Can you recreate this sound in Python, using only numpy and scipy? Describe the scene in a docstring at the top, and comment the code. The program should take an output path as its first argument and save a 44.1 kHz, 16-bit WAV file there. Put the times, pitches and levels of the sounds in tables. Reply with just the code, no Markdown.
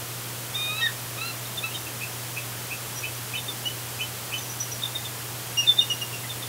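"""Eagles at a cliff nest

Two eagles call. The one on a rock screams thinly, pips and shrieks twice; the one in the nest yelps,
whistles, squeaks and chatters with more echo. Each call is a sum of sine partials shaken in pitch and
strength by slow noise, then passed through cliff echoes. Under them lie shaped noise for distant sea
and microphone hiss, and the nest camera's 120 Hz hum with a low rumble."""
import sys
import numpy as np
from scipy import signal
from scipy.fft import rfft, irfft
from scipy.io import wavfile

SR = 44100
rng = np.random.default_rng(int(sys.argv[2]) if len(sys.argv) > 2 else 0)


def generate_wav(sig):
    """Save sig (samples, or channels by samples) to the path in sys.argv[1] as 16-bit PCM at SR."""
    pcm = np.round(np.clip(np.atleast_2d(sig).T, -1, 1) * 32767).astype(np.int16)
    wavfile.write(sys.argv[1], SR, pcm)


N = 286076


# All call levels are relative: call gain, trim, echoes and stereo lean follow.
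# Screams: (time [s], fundamental pitch [Hz], second partial level [dB], third partial level [dB])
LONG_SCREAM = [(0.535, 1077, -39, -47), (0.555, 1220, -53, -27), (0.577, 1218, -38, -31),
               (0.673, 1233, -38, -31), (0.707, 1240, -30, -38), (0.729, 1261, -38, -35),
               (0.741, 1247, -38, -49), (0.767, 1297, -40, -37), (0.809, 1320, -30, -36),
               (0.828, 1311, -39, -49)]
ARCHED_SCREAM = [(1.17, 1185, -55, -48), (1.186, 1246, -40, -44), (1.206, 1283, -44, -48),
                 (1.218, 1321, -33, -36), (1.246, 1339, -36, -47), (1.258, 1373, -46, -41),
                 (1.28, 1377, -38, -38), (1.32, 1323, -44, -48)]
SHORT_SCREAM = [(1.62, 1200, -54, -45), (1.632, 1243, -40, -51), (1.642, 1307, -29, -36),
                (1.66, 1318, -31, -50), (1.685, 1293, -39, -47)]
# Thin pips: (peak time [s], length [s], pitch [Hz], level [dB])
PIPS = [(1.461, .032, 3740, -40), (1.582, .03, 3600, -29), (1.757, .05, 3740, -34.5),
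        (3.382, .029, 3670, -31), (3.492, .04, 3600, -29.5), (4.391, .017, 3650, -37),
        (4.825, .015, 3650, -31.5), (4.838, .015, 3650, -22.5), (4.855, .03, 3590, -30.5),
        (4.959, .031, 3670, -27.3), (5.058, .035, 3570, -33.5), (6.306, .042, 3630, -32),
        (6.432, .028, 3610, -36)]
# Hoarse falling chips; the first is a faint tone at the sum of the scream's and the squeal's pitches, heard
# where the scream breaks into the squeal: (peak time [s], length [s], pitch [Hz], level [dB])
CHIPS = [(.815, .03, 3200, -34), (.89, .06, 1740, -38.5), (1.716, .03, 2860, -37),
         (1.751, .037, 3140, -35.5), (1.871, .033, 2700, -36.5), (6.246, .038, 2040, -37.5)]
# Squeal that cracks: (start [s], swell [s], fade [s], pitch [Hz], level [dB], octave over fundamental [dB],
# crack start [s], crack length [s], crack pitch [Hz], crack level [dB])
ROCK_SQUEAL = (.805, .034, .036, 1868, -25, 1, .860, .021, 1815, -22)
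# Loud shrieks: (onset [s], onset to peak [s], length [s], pitch [Hz], bend over length [%], level [dB],
# swell rate [dB/ms], fade rate [dB/ms])
SHRIEKS = [(5.672, .025, .066, 3562, -3, -11.8, .3, .55), (5.781, .0125, .032, 3625, 4.5, -9.7, 1.5, .9)]


def perched_bird(tremor):
    """Three screams, the first breaking upward into a squeal; pips and chips among and after them,
    and two loud shrieks."""
    out = series(PIPS, tremor, swell_share=.36, first_pct=1.2, last_pct=-3.6, octave_db=-30,
                 rough=.3, fade_curve=1.4)
    out += series(CHIPS, tremor, swell_share=.4, first_pct=3, last_pct=-3, octave_db=-25, rough=.34)
    add(out, *scream(LONG_SCREAM, tremor, rough=.07, gain_db=1.1, fundamental_db=-9.5))
    add(out, *scream(ARCHED_SCREAM, tremor, rough=.35, gain_db=3.5, fundamental_db=-6.5))
    add(out, *scream(SHORT_SCREAM, tremor, rough=.15, gain_db=2, fundamental_db=-12))
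    out += squeal(ROCK_SQUEAL, tremor, rough=.06, swell_curve=1.2)
    for row in SHRIEKS:
        add(out, *shriek(row, tremor))
    return out


# Rasping yelps: (peak time [s], level [dB])
YELPS = [(2.030, -29.5), (2.381, -30), (2.724, -30.5), (3.049, -30), (3.351, -31.5), (4.009, -31.5),
         (4.335, -32.5)]
# Clean rising whistles: (peak time [s], length [s], pitch [Hz], level [dB])
WHISTLES = [(3.052, .036, 3010, -35.5), (3.356, .032, 2985, -28.5), (3.6635, .044, 2930, -25),
            (4.016, .038, 2990, -27.5), (4.342, .035, 2995, -28)]
# Very high squeaks: (peak time [s], length [s], pitch [Hz], level [dB])
SQUEAKS = [(2.966, .055, 5820, -35.5), (3.154, .026, 6000, -40), (4.385, .028, 6130, -35),
           (4.432, .026, 5880, -37), (4.505, .059, 6000, -36.5), (4.608, .028, 5915, -24),
           (4.721, .033, 5780, -32.5)]
# Sinking chatter: (peak time [s], length [s], pitch [Hz], level [dB])
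CHATTER = [(5.817, .033, 2885, -24.5), (5.913, .044, 2868, -22), (6.024, .035, 2845, -27.3),
           (6.144, .062, 2755, -35)]
# Squeal that cracks: (start [s], swell [s], fade [s], pitch [Hz], level [dB], octave over fundamental [dB],
# crack start [s], crack length [s], crack pitch [Hz], crack level [dB])
NEST_SQUEAL = (5.569, .031, .017, 2838, -20.3, -7, 5.624, .034, 2650, -31.5)


def nesting_bird(tremor, yelp_s=.052, yelp_hz=2615):
    """Yelps about three a second, later joined by whistles and very high squeaks; a squeal and a
    sinking chatter come last."""
    yelps = [(peak_s, yelp_s, yelp_hz, level_db) for peak_s, level_db in YELPS]
    out = series(yelps, tremor, swell_share=.46, first_pct=-5, last_pct=.5, octave_db=-28, rough=.52)
    out += series(WHISTLES, tremor, swell_share=.24, first_pct=-2.8, last_pct=4, octave_db=-17,
                  rough=.13, swell_curve=1.0)
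    out += series(SQUEAKS, tremor, swell_share=.28, first_pct=1.1, last_pct=-1.2, octave_db=-30, rough=.39)
    out += series(CHATTER, tremor, swell_share=.34, first_pct=1.6, last_pct=-1.5, octave_db=-11,
                  rough=.28, swell_curve=.75)
    return out + squeal(NEST_SQUEAL, tremor, rough=.08, swell_curve=.55)


def scream(rows, tremor, rough, gain_db, fundamental_db, edge_s=.005, fourth_db=-31, fifth_db=-22):
    """A drawn-out call in the low register, carried by its second and third partials."""
    s, *columns = np.transpose(rows)
    t = np.arange(s[0], s[-1], 1 / SR)
    hz, second_db, third_db = (np.interp(t, s, column) for column in columns)
    phase, strength = syrinx(t, hz, rough, tremor)
    # fundamental is set against the second partial, fourth and fifth against the third
    partials_db = [second_db + fundamental_db, second_db, third_db, third_db + fourth_db, third_db + fifth_db]
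    tone = sum(amp(db + gain_db) * np.sin(k * phase) for k, db in enumerate(partials_db, 1))
    return s[0], gate(t, edge_s) * strength * tone


def shriek(row, tremor, rough=.13, octave_db=-42, edge_s=.005, dive_s=.009, dive_share=.2, dive_db=-19):
    """The pitch dives faintly onto the note, which bursts open, swells to its peak and dies away."""
    s, swell_s, length_s, hz, bend_pct, level_db, swell_db_per_ms, fade_db_per_ms = row
    t = np.arange(-dive_s, length_s, 1 / SR)
    dive = dive_share * np.minimum(t / dive_s, 0) ** 2
    bend = bend_pct / 100 * (t - swell_s) / length_s
    phase, strength = syrinx(s + t, hz * (1 + dive + bend), rough, tremor)
    from_peak_ms = 1000 * (t - swell_s)
    push = amp(np.minimum(swell_db_per_ms * from_peak_ms, -fade_db_per_ms * from_peak_ms))
    burst = push * np.clip(t / edge_s, 0, 1)
    push = np.maximum(burst, amp(dive_db)) * gate(t, edge_s)
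    tone = np.sin(phase) + amp(octave_db) * np.sin(2 * phase)
    return s + t[0], amp(level_db) * push * strength * tone


def squeal(row, tremor, rough, swell_curve, sag_share=.012, slide_share=.05,
           crack_swell_share=.36, crack_octave_db=-6):
    """A held note that sags slightly, cracks to a lower pitch and slides down."""
    s, swell_s, fade_s, hz, level_db, octave_db, crack_s, crack_length_s, low_hz, low_db = row
    out = np.zeros(N)
    held = s, swell_s, fade_s, hz, hz, hz * (1 - sag_share), level_db, octave_db, rough
    add(out, *note(held, tremor, swell_curve, fade_curve=1.2))
    rise_s = crack_length_s * crack_swell_share
    slide_hz = low_hz * (1 + slide_share), low_hz, low_hz * (1 - slide_share)
    crack = crack_s, rise_s, crack_length_s - rise_s, *slide_hz, low_db, octave_db + crack_octave_db, rough
    add(out, *note(crack, tremor, swell_curve=1.2, fade_curve=1.4))
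    return out


def series(rows, tremor, swell_share, first_pct, last_pct, octave_db, rough, swell_curve=1.1, fade_curve=1.2,
           rough_at_db=-32, rough_doubles_db=12):
    """Notes of one kind share envelope and bend, first_pct to last_pct off pitch; weak ones are rougher."""
    out = np.zeros(N)
    for peak_s, length_s, hz, level_db in rows:
        swell_s = length_s * swell_share
        first_hz = hz * (1 + first_pct / 100)
        last_hz = hz * (1 + last_pct / 100)
        roughness = min(rough * 2 ** ((rough_at_db - level_db) / rough_doubles_db), 1)
        row = (peak_s - swell_s, swell_s, length_s - swell_s, first_hz, hz, last_hz,
               level_db, octave_db, roughness)
        add(out, *note(row, tremor, swell_curve, fade_curve))
    return out


def note(row, tremor, swell_curve, fade_curve, third_db=-20, beat_hz=162, second_db=9):
    """One push of air: a near-pure whistle that swells, bends and fades."""
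    s, swell_s, fade_s, first_hz, mid_hz, last_hz, level_db, octave_db, rough = row
    t = np.arange(0, swell_s + fade_s, 1 / SR)
    stage = np.interp(t, [0, swell_s, swell_s + fade_s], [0, 1, 2])  # 1 at the peak
    hz = np.interp(stage, [0, 1, 2], [first_hz, mid_hz, last_hz])
    phase, strength = syrinx(s + t, hz, rough, tremor)
    push = abs(np.sin(np.pi * stage / 2)) ** np.where(stage < 1, swell_curve, fade_curve)
    tone = np.sin(phase) + amp(octave_db) * np.sin(2 * phase) + amp(octave_db + third_db) * np.sin(3 * phase)
    # with roughness the other side of the syrinx joins in, beat_hz lower, and beats with the first
    second = min(amp(second_db) * rough ** 2, 1) * push
    lower_side = np.sin(phase - 2 * np.pi * beat_hz * t)
    tone = (tone + second * lower_side) / np.hypot(1, second)
    return s, amp(level_db) * strength * push * tone


def syrinx(t, hz, rough, tremor, jitter=.025, shimmer=.62):
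    """Phase and strength of the vibrating membranes; roughness shakes both."""
    bend, flutter = tremor[:, np.clip((t * SR).astype(int), 0, N - 1)]
    phase = 2 * np.pi * np.cumsum(hz * (1 + jitter * rough * bend)) / SR
    depth = shimmer * rough
    return phase, np.sqrt(2) * np.exp(depth * flutter - depth ** 2)


def cliff(x, echoes, scatter_db, t60_s):
    """The direct call, a few echoes from rock faces and a short scatter from rough stone."""
    t = np.arange(SR // 2) / SR
    scatter = rng.standard_normal(len(t)) * amp(-60 * t / t60_s) * (t > .006)
    response = amp(scatter_db) * scatter / np.linalg.norm(scatter)
    response[0] = 1
    for delay_s, db in echoes:
        add(response, delay_s, amp([db]))
    return signal.fftconvolve(x, response)[:N]


# Echoes of the perched bird: (delay [s], level over direct [dB])
ROCK_ECHOES = [(.0143, -16.5), (.0215, -13.5), (.036, -25)]
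# Echoes of the nesting bird: (delay [s], level over direct [dB])
NEST_ECHOES = [(.0085, -13.5), (0.0174, -13), (.027, -12.5), (.042, -19), (.058, -26)]


def eagles(perched_db=-.5, nesting_db=-1):
    """The perched bird is heard almost dry; the one in the nest calls skyward and echoes more."""
    tremor = np.array([wander(140), wander(120)])
    perched = cliff(perched_bird(tremor), ROCK_ECHOES, scatter_db=-15, t60_s=.32)
    nesting = cliff(nesting_bird(tremor), NEST_ECHOES, scatter_db=-13, t60_s=.27)
    return amp(perched_db) * perched + amp(nesting_db) * nesting


# Rumble spectrum: (frequency [Hz], relative density [dB])
RUMBLE = [(20, -34), (35, -18), (50, 1), (65, -8), (90, 6.5), (140, 4.5), (180, -6), (260, -51)]


def hum(hz=120, level_db=-41.5, waver_hz=.13, waver_db=.25, rumble_db=-51):
    """The camera's steady hum, wavering very slightly, over a low rumble."""
    phase = 2 * np.pi * np.cumsum(hz + waver_hz * wander(11.2)) / SR
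    tone = amp(level_db + waver_db * wander(12)) * np.sqrt(2) * np.sin(phase)
    return tone + amp(rumble_db) * noise(RUMBLE)


# Sea and hiss spectrum: (frequency [Hz], relative density [dB])
FLOOR = [(100, -28), (170, -2.5), (369, -2), (508, -2.5), (569, -3.5), (650, -3.5), (1230, -4),
         (1550, -5.5), (2300, -7), (3300, -5.5), (3620, -8), (9670, -8), (15500, -9)]
# Stereo lean, negatives played as 0: (frequency [Hz], right over left [dB])
LEAN = [(100, 1.5), (650, 1.24), (1000, -0.1), (4000, -0.28), (15000, -0.03)]


def wash(sides, level_db=-34.5):
    """Far sea below and microphone hiss above: shaped noise, leaning right in the lows."""
    mono = amp(level_db) * noise(FLOOR)
    lean_db = np.maximum(read(LEAN), 0)
    return irfft(rfft(mono) * amp(sides * lean_db), N)


def amp(db):
    """Decibels to gain."""
    return 10 ** (np.asarray(db) / 20)


def unit(x):
    """Scales to rms 1."""
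    return x / np.sqrt(np.mean(x ** 2) + 1e-20)


def add(mix, s, sound):
    """Lays a sound into the mix at time s."""
    part = mix[round(s * SR):][:len(sound)]
    part += sound[:len(part)]


def gate(t, edge_s):
    """Opens at the start of t and closes at its end."""
    return np.clip(np.minimum(t - t[0], t[-1] - t) / edge_s, 0, 1)


def read(points):
    """A table of (frequency [Hz], value) spread over all frequencies, on a log axis."""
    hz, value = np.transpose(points)
    return np.interp(np.log(np.fft.rfftfreq(N, 1 / SR) + 1), np.log(hz), value)


def noise(spectrum):
    """Noise of rms 1 with the given spectrum."""
    return unit(irfft(rfft(rng.standard_normal(N)) * amp(read(spectrum)), N))


def wander(hz):
    """Smooth random drift of rms 1: noise under a Gaussian low-pass of width hz."""
    low_pass = np.exp(-(np.fft.rfftfreq(N, 1 / SR) / hz) ** 2)
    return unit(irfft(rfft(rng.standard_normal(N)) * low_pass, N))


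def scene(call_lean_db=1.35, hum_lean_db=1.46):
    """Nearly mono; calls, hum and sea lean a little to the right."""
    sides = np.array([[-.5], [.5]])  # left, right
    calls = eagles() * amp(sides * call_lean_db)
    return calls + hum() * amp(sides * hum_lean_db) + wash(sides)


def record(dry, edge_hz=15750):
    """The camera's band limit: a steep linear-phase low-pass."""
    low_pass = signal.firwin(1023, edge_hz, window=("kaiser", 10), fs=SR)
    return signal.oaconvolve(dry, low_pass[None], "same", axes=1)


dry = scene()
out = record(dry)
generate_wav(out)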